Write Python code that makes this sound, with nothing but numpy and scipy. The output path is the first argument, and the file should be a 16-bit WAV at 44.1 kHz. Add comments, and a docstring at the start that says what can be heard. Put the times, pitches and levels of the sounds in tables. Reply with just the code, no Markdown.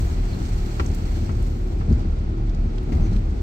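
"""A car creeps over a plank suspension bridge, heard from inside the cabin.
All along, the engine drones low (sines) and the tyres rumble on the boards (shaped noise).
At first an airy hiss is strong and the trim squeaks (gliding tones); then planks knock and thump (ringing tones).
Midway the hiss fades, then a cluster of thumps and bumps comes with a rattle (noise clacks).
After a calmer stretch come more jolts, rattles and one deep boom; small ticks and creaks (noise) dot the ride."""
import sys
import numpy as np
from scipy import signal
from scipy.fft import rfft, irfft
from scipy.io import wavfile

SR = 44100
rng = np.random.default_rng(int(sys.argv[2]) if len(sys.argv) > 2 else 0)


def to_wav(sig):
    """Store sig (one row per channel, or 1-D mono) as 16-bit WAV at the path in sys.argv[1].

    Samples outside -1..1 are clipped; the rate is SR.
    """
    pcm = np.clip(np.atleast_2d(sig), -1, 1) * 32767
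    pcm = np.round(pcm).astype(np.int16)
    wavfile.write(sys.argv[1], SR, pcm.T)  # frames by channels


N = 150822
TIME = np.arange(N) / SR

# In every noise colour below, levels are relative: the finished noise is scaled to rms 1.
# engine firing rate: t/s, f/Hz
FIRING_RATE = [(0, 36.61), (1.85, 36.99), (2.88, 36.65), (3.42, 37.03)]
# drone at the firing rate itself: t/s, level/dB
DRONE_LEVEL = [(0, -23.5), (.1, -30), (.24, -20), (.34, -34), (.52, -23), (.64, -24.5), (.8, -31.5),
               (.93, -22), (1.01, -29), (1.1, -22), (1.3, -34.5), (1.39, -23.5), (1.55, -24.5), (1.7, -24),
               (1.92, -25.5), (2.14, -20.5), (2.22, -28.5), (2.44, -21), (2.67, -24), (2.9, -26.5),
               (3.1, -17), (3.42, -30)]
DRONE_WAVER_DB, DRONE_WAVER_RAD = 2, 0.44
# engine overtones: multiple of the firing rate, level/dB, left minus right/dB
ENGINE_ORDERS = [(2, -35.5, 0), (3, -38, -4), (4, -47.5, 5), (5, -43.5, -1), (6, -47, -0.5),
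                 (7, -57.5, -16), (8, -51.5, -3), (9, -48, 5.5), (10, -48.5, 7.5), (11, -57, -2),
                 (12, -62, 2), (13, -60, -10)]
ORDER_WAVER_DB, ORDER_WAVER_RAD = 3, 0.52
# colour of the deep tyre rumble: f/Hz, level/dB
RUMBLE_COLOUR = [(10, -46), (20, -19), (30, -15), (42, 0), (51, 3), (62, 3), (76, 5.5), (105, -2),
                 (130, -9), (200, -33.5), (400, -50), (1000, -85.5)]
# how loud the rumble is: t/s, level/dB
RUMBLE_LEVEL = [(0, -22), (.15, -22), (.3, -26.5), (.5, -25), (.72, -38), (.85, -28), (1.1, -27),
                (1.33, -22.5), (1.5, -30.5), (1.83, -27.5), (1.93, -21), (2.03, -24.5), (2.25, -28),
                (2.75, -29), (2.96, -24.5), (3.17, -20), (3.28, -29.5), (3.42, -22.5)]
# colour of the hollow roll of the deck: f/Hz, level/dB
DECK_COLOUR = [(60, -17.5), (110, -3.5), (145, 3), (180, -0.5), (210, -3), (243, 0), (275, -5), (320, -5),
               (380, -7.5), (440, -9.5), (520, -14.5), (760, -22), (1000, -30.5), (2000, -71)]
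# how loud the deck is: t/s, level/dB
DECK_LEVEL = [(0, -34), (.3, -33.5), (.7, -36), (.85, -33.5), (1.1, -34.5), (1.3, -34.5), (1.5, -34),
              (1.85, -34.5), (1.89, -30), (1.95, -31), (2.07, -33.5), (2.17, -34.5), (2.45, -36),
              (2.6, -32), (2.85, -36.5), (2.9, -30), (3.0, -28), (3.06, -33), (3.25, -34.5), (3.42, -32.5)]
# colour of tyres scrubbing on dry wood: f/Hz, level/dB
SCRUB_COLOUR = [(200, -59), (500, 0.5), (760, 3.5), (950, -0.5), (1300, 2.5), (1700, -5.5), (2400, -7.5),
                (3000, -10.5), (4200, -13), (7000, -22.5), (10000, -37.5)]
# how loud the scrub is: t/s, level/dB
SCRUB_LEVEL = [(0, -45.5), (.9, -45.5), (1.2, -47.5), (1.6, -48.5), (1.95, -46), (2.25, -48), (2.85, -47),
               (2.96, -45), (3.15, -46.5), (3.42, -48.5)]
# wheels dropping off uneven planks: t/s, level/dB, body pitch f/Hz
THUMPS = [(0.811, -18.5, 67), (1.222, -23, 75), (1.291, -24, 89), (1.733, -17.5, 70.6), (1.888, -13, 75),
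          (1.927, -11, 70), (2.954, -13.5, 79), (3.116, -18, 69), (3.168, -17, 74.5)]
# ways the car body rings: multiple of its pitch, level added to the thump/dB, time to fall 60 dB/s
BODY_MODES = [(1, 2.5, 0.15), (1.5, -12.5, 0.21), (2.252, -16, 0.12)]
THUMP_RISE_S = 0.0033
# one deep cabin boom: t/s, level/dB, f/Hz, rise/s, time to fall 60 dB/s
BOOM = (2.995, -10, 35, .03, .3)
# boards bumping on their beams: t/s, level/dB, pitch f/Hz
BUMPS = [(.661, -24.5, 190), (0.799, -24, 237), (1.065, -30, 148), (1.225, -23.5, 193), (1.306, -23.5, 190),
         (1.876, -21, 224), (1.901, -16, 152.5), (1.91, -17.5, 235), (2.051, -25, 204), (2.528, -28, 159),
         (2.647, -27.5, 155), (2.892, -22.5, 235), (2.918, -22, 200), (2.965, -24, 239), (3.001, -22, 215),
         (3.051, -27, 240), (3.12, -26, 189), (3.149, -27, 136)]
# ways a board rings: multiple of its pitch, level added to the bump/dB, time to fall 60 dB/s
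BOARD_MODES = [(0.999, -1.5, 0.12), (1.421, -7.5, 0.11), (1.85, -12, 0.039), (3.1, -27.5, 0.057)]
BUMP_RISE_S = 0.004
# loose planks knocking: t/s, level/dB, time for the clack to fall 60 dB/s, treble limit f/Hz
KNOCKS = [(.7965, -23, .052, 6000), (1.292, -33, .08, 1900), (1.8085, -33.5, .06, 1800),
          (2.921, -41, .1, 2400)]
# colour of a plank's clack: f/Hz, level/dB
PLANK_COLOUR = [(100, -4), (220, 6), (400, 2), (600, 0), (750, 0), (1000, 0), (1350, 1), (1700, -5),
                (2400, -6), (3100, -9), (3600, -18), (4300, -13), (5000, -17), (7500, -22), (10000, -37),
                (16000, -40)]
# woody ring of a knocked plank: f/Hz, level added to the knock/dB, time to fall 60 dB/s
PLANK_RING = [(596, -10, 0.015), (762, -10, 0.042), (1345, -12, 0.069)]
KNOCK_RISE_S, KNOCK_HOLD_S = 0.001, 0.005
# fittings rattling after a jolt: t/s, length/s, level/dB
RATTLES = [(1.887, .19, -45.5), (2.921, .035, -38), (2.97, .06, -43), (3.058, .12, -46)]
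# colour of a rattle: f/Hz, level/dB
RATTLE_COLOUR = [(300, -11), (700, 7.5), (1300, 4), (1650, 2), (2150, 0.5), (3000, -11.5), (4500, -6),
                 (7500, -16), (10000, -32.5)]
RATTLES_PER_S, RATTLE_T60_S, RATTLE_SETTLE_DB, RATTLE_SPREAD_DB = 70, 0.035, -4, 3
# trim and grit ticking: t/s, level/dB, centre f/Hz, width/octaves, left minus right/dB
TICKS = [(.492, -52, 9000, .5, -2), (.661, -42, 1890, 1.3, 0), (0.862, -38.5, 6500, 0.3, -2),
         (0.887, -47, 6660, 0.29, -2), (.946, -40, 7000, 0.4, -2), (.948, -45, 13000, .3, -4),
         (1.425, -47, 8400, 0.31, -1), (1.895, -52, 5500, 0.42, -1), (1.926, -44.5, 4700, 0.5, 0),
         (2.004, -47, 3800, 0.58, -5), (2.494, -46, 4570, 0.44, 3), (2.547, -46.5, 4800, 0.47, 1),
         (2.781, -39.5, 2700, 0.74, -2), (2.831, -57, 6500, 1.2, 4), (2.922, -42, 2000, 0.23, 7),
         (2.928, -47, 4800, 0.53, -2), (3.113, -50, 4960, 0.48, 1), (3.132, -49, 5460, 0.35, -4),
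         (3.163, -42.5, 2900, 0.84, 1)]
TICK_RISE_S, TICK_T60_S = 0.00091, 0.032
# trim squeaks: t/s, length/s, level/dB, start f/Hz, end f/Hz
SQUEAKS = [(0.071, 0.044, -57, 6750, 6500), (0.274, 0.038, -56, 4790, 4720),
           (0.3, 0.023, -53.5, 4480, 4380), (0.322, 0.03, -48, 4250, 4200),
           (3.016, 0.072, -56.5, 6120, 6020), (3.127, 0.022, -54, 4190, 4160)]
SQUEAK_JITTER, SQUEAK_JITTER_HZ = 0.028, 700  # rms share of the pitch, speed of the wander
# colour of faint trim creaks: f/Hz, level/dB
CREAK_COLOUR = [(1200, -19), (2500, -11.5), (4400, 0), (6500, -2), (8300, -3), (10000, -21), (16000, -19)]
CREAK_DB, CREAKS_PER_S, CREAK_SPREAD_DB, CREAK_T60_S = -8.5, 46, 0.5, 0.078  # CREAK_DB: against the hiss
# colour of the airy hiss: f/Hz, level/dB
HISS_COLOUR = [(1000, 4.5), (2400, 2), (3200, 0.5), (3800, -3), (4300, 4), (4900, -3.5), (6200, -2.5),
               (7000, -7), (8000, -4.5), (9200, -28), (10500, -37.5), (16000, -31.5)]
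# how loud the hiss is: t/s, level/dB
HISS_LEVEL = [(0, -47), (.2, -47.5), (.8, -46.5), (1.0, -47.5), (1.15, -46), (1.65, -53.5), (2.05, -56),
              (2.35, -59), (2.87, -56.5), (3.0, -57), (3.13, -51), (3.23, -57.5), (3.42, -54.5)]
# colour of the top of the hiss: f/Hz, level/dB
FIZZ_COLOUR = [(5000, 1), (7800, 10.5), (9000, 1), (10200, -3.5), (11800, 4.5), (14000, 2), (16000, -1)]
# how loud that top is: t/s, level/dB
FIZZ_LEVEL = [(0, -48.5), (.15, -58), (.5, -55.5), (.85, -55.5), (1.05, -57.5), (1.15, -55.5), (1.3, -60.5),
              (1.5, -58.5), (1.8, -66), (1.87, -75), (1.94, -66), (2.06, -86), (2.4, -82), (2.85, -71.5),
              (2.95, -60.5), (3.07, -66), (3.17, -67), (3.3, -71), (3.42, -68)]
# how alike left and right are in the cabin: f/Hz, likeness (held between -0.999 and 0.999 in use)
LIKENESS = [(60, 1.5), (160, 4.5), (330, 0.5), (470, -0.5), (620, 0.03), (790, 0.5), (950, -0.29),
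            (1150, -0.76), (1480, -0.4), (1750, -0.32), (2200, 0.38), (2900, -0.38), (4500, 0), (15000, 0)]
# left-right balance in the cabin: f/Hz, left minus right/dB
BALANCE = [(60, 0.5), (160, 3), (370, 5.5), (480, -2), (800, 0.5), (1300, 2.5), (1650, -2.5), (3000, -0.5),
           (4000, -3), (5700, -5.5), (7000, -1.5), (8200, 1.5), (9400, 5), (10500, -3.5), (12500, 0),
           (16000, -4)]
EDGE_HZ = 15850


def amp(db):
    """Turns decibels into a gain."""
    return 10 ** (np.asarray(db) / 20)


def unit(x):
    """Scales a sound to rms 1."""
    return x / np.sqrt(np.mean(x ** 2) + 1e-20)


def curve(points):
    """Joins timed points into a control curve over the whole scene."""
    return np.interp(TIME, *np.transpose(points))


def at_hz(points, hz):
    """Reads a table between its points on a log-frequency axis."""
    f, value = np.transpose(points)
    return np.interp(np.log(hz + 1), np.log(f + 1), value)


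def pan(db):
    """Gives left and right gains that differ by db; above zero leans left."""
    return amp(np.array([[.5], [-.5]]) * db)


def add(mix, s, sound):
    """Adds a sound to the mix at time s, cut off at the end of the scene."""
    part = mix[:, max(round(s * SR), 0):][:, :sound.shape[-1]]
    part += sound[..., :part.shape[1]]


def drift(rate_hz):
    """A random wander of rms 1, with little movement faster than rate_hz."""
    hz = np.fft.rfftfreq(N, 1 / SR)
    keep = (hz > 0) / (1 + (hz / rate_hz) ** 4)
    return unit(irfft(rfft(rng.standard_normal(N)) * keep, N))


def cabin_noise(colour, size=N):
    """Coloured noise, spread left to right as the cabin does at each frequency."""
    hz = np.fft.rfftfreq(size, 1 / SR)
    common, apart = rfft(rng.standard_normal((2, size)))
    same = np.clip(at_hz(LIKENESS, hz), -.999, .999)
    # the apart noise has opposite signs left and right
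    pair = np.sqrt(1 + same) * common + np.array([[1], [-1]]) * np.sqrt(1 - same) * apart
    gain = amp(at_hz(colour, hz)) * pan(at_hz(BALANCE, hz))
    return unit(irfft(pair * gain, size))


def strike(t, rise, t60):
    """The loudness shape of a hit: quick rise, then a fall of 60 dB in t60 seconds."""
    fall = np.exp(-np.log(1000) * np.maximum(t - rise, 0) / t60)
    return np.minimum(t / rise, 1) * fall


def engine():
    """A deep drone at the firing rate and its overtones, wavering as the car rocks."""
    turn = 2 * np.pi * np.cumsum(curve(FIRING_RATE)) / SR
    drone_level = amp(curve(DRONE_LEVEL) + DRONE_WAVER_DB * drift(rate_hz=16))
    drone = drone_level * np.sin(turn + DRONE_WAVER_RAD * drift(rate_hz=6.2))
    out = np.array([drone, drone])
    for order, db, side_db in ENGINE_ORDERS:
        start = 2 * np.pi * rng.random()
        phase = order * turn + start + ORDER_WAVER_RAD * drift(rate_hz=3.07)
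        level = amp(db + ORDER_WAVER_DB * drift(rate_hz=4.4))
        out += pan(side_db) * level * np.sin(phase)
    return np.sqrt(2) * out  # makes the levels rms rather than peak


def tyres(judder_db=1.07, deck_db=1.35, grain_db=0.37):
    """Tyres excite deep rumble, hollow deck and dry scrub, all juddering together over the boards."""
    judder = drift(rate_hz=26.6)
    rumble = cabin_noise(RUMBLE_COLOUR) * amp(curve(RUMBLE_LEVEL) + judder_db * judder)
    deck = cabin_noise(DECK_COLOUR) * amp(curve(DECK_LEVEL) + deck_db * judder)
    scrub = cabin_noise(SCRUB_COLOUR) * amp(curve(SCRUB_LEVEL) + grain_db * judder)
    return rumble + deck + scrub


def thumps():
    """Each drop of a wheel rings the low modes of the body; one separate deep cabin boom swells late."""
    out, t = np.zeros((2, N)), np.arange(SR // 2) / SR
    for s, db, pitch_hz in THUMPS:
        for ratio, mode_db, t60 in BODY_MODES:
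            hz = pitch_hz * ratio
            ring = strike(t, THUMP_RISE_S, t60) * np.sin(2 * np.pi * hz * t)
            add(out, s, amp(db + mode_db) * pan(at_hz(BALANCE, hz)) * ring)
    s, db, hz, rise, t60 = BOOM
    add(out, s, amp(db) * strike(t, rise, t60) * np.sin(2 * np.pi * hz * t))
    return out


def bumps():
    """Boards flex under a tyre and slap their beams: short, hollow, each at its own pitch."""
    out, t = np.zeros((2, N)), np.arange(SR // 4) / SR
    for s, db, pitch_hz in BUMPS:
        for ratio, mode_db, t60 in BOARD_MODES:
            hz = pitch_hz * ratio
            wave = np.sin(2 * np.pi * (hz * t + rng.random()))
            ring = strike(t, BUMP_RISE_S, t60) * wave
            add(out, s, amp(db + mode_db) * pan(at_hz(BALANCE, hz)) * ring)
    return out


def knocks():
    """Loose boards give a dry clack of noise plus a short woody ring; soft clacks are duller."""
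    out, t = np.zeros((2, N)), np.arange(SR // 4) / SR
    ring = np.zeros(len(t))
    for hz, mode_db, ring_t60 in PLANK_RING:
        ring += amp(mode_db) * strike(t, KNOCK_RISE_S, ring_t60) * np.sin(2 * np.pi * hz * t)
    for s, db, t60, top_hz in KNOCKS:
        fall = amp(-60 * np.maximum(t - KNOCK_HOLD_S, 0) / t60)
        shape = np.minimum(t / KNOCK_RISE_S, 1) * fall
        low_pass = signal.butter(2, top_hz, fs=SR)
        clack = signal.lfilter(*low_pass, cabin_noise(PLANK_COLOUR, size=len(t)))
        add(out, s, amp(db) * (shape * clack + ring))
    return out


def rattles():
    """After each big jolt loose fittings chatter in uneven little clacks and settle."""
    out, t = np.zeros((2, N)), np.arange(SR // 20) / SR
    for s, length, db in RATTLES:
        delay = 0
        while delay < length:
            clack = strike(t, TICK_RISE_S, RATTLE_T60_S) * cabin_noise(RATTLE_COLOUR, size=len(t))
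            settle_db = RATTLE_SETTLE_DB * delay / length
            uneven_db = RATTLE_SPREAD_DB * rng.uniform(-1.1, 1)
            add(out, s + delay, amp(db + settle_db + uneven_db) * clack)
            delay += (.5 + rng.random()) / RATTLES_PER_S
    return out


def ticks():
    """Trim and grit give small ticks: bursts of noise around one pitch, smeared briefly by the cabin."""
    out, t = np.zeros((2, N)), np.arange(SR // 10) / SR
    hz = np.fft.rfftfreq(len(t), 1 / SR) + 1  # +1 avoids log of zero
    for s, db, centre_hz, octaves, side_db in TICKS:
        colour = np.exp(-.5 * (np.log2(hz / centre_hz) / octaves) ** 2)
        noise = rfft(rng.standard_normal((2, len(t))))
        burst = unit(irfft(noise * colour, len(t)))
        add(out, s, amp(db) * pan(side_db) * strike(t, TICK_RISE_S, TICK_T60_S) * burst)
    return out


def squeaks(side_db=-2):
    """Trim sticks and slips: short falling tones of unsteady pitch that swell and fade."""
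    out = np.zeros((2, N))
    for s, length, db, start_hz, end_hz in SQUEAKS:
        u = np.arange(0, 1, 1 / (length * SR))  # progress from 0 to 1
        jitter = SQUEAK_JITTER * drift(rate_hz=SQUEAK_JITTER_HZ)[:len(u)]
        hz = (start_hz + (end_hz - start_hz) * u) * (1 + jitter)
        tone = np.sin(np.pi * u) * np.sin(2 * np.pi * np.cumsum(hz) / SR)
        add(out, s, np.sqrt(2) * amp(db) * pan(side_db) * tone)
    return out


def creaks():
    """Faint slips of the trim at random moments, each a decaying swell of noise."""
    extra_db = CREAK_SPREAD_DB * np.minimum(rng.exponential(1, N), 2)
    slips = (rng.random(N) < CREAKS_PER_S / SR) * amp(extra_db)
    one_slip = strike(np.arange(SR // 10) / SR, TICK_RISE_S, CREAK_T60_S)
    shape = signal.oaconvolve(slips, one_slip)[:N]
    return amp(curve(HISS_LEVEL) + CREAK_DB) * shape * cabin_noise(CREAK_COLOUR)


def air(flutter_db=0.84):
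    """Airy noise from outside in two bands, hiss and its top, lightly fluttering together."""
    hiss = cabin_noise(HISS_COLOUR) * amp(curve(HISS_LEVEL))
    fizz = cabin_noise(FIZZ_COLOUR) * amp(curve(FIZZ_LEVEL))
    return (hiss + fizz) * amp(flutter_db * drift(rate_hz=28))


def scene():
    """Adds up everything heard in the cabin."""
    car = engine() + tyres()
    jolts = thumps() + bumps() + knocks() + rattles()
    trim = ticks() + squeaks() + creaks()
    return car + jolts + trim + air()


def record(dry):
    """Removes the very highest treble, above EDGE_HZ, with a steep low-pass filter."""
    low_pass = signal.firwin(511, EDGE_HZ, window=("kaiser", 9), fs=SR)
    return signal.oaconvolve(dry, low_pass[None], "same")


dry = scene()
out = record(dry)
to_wav(out)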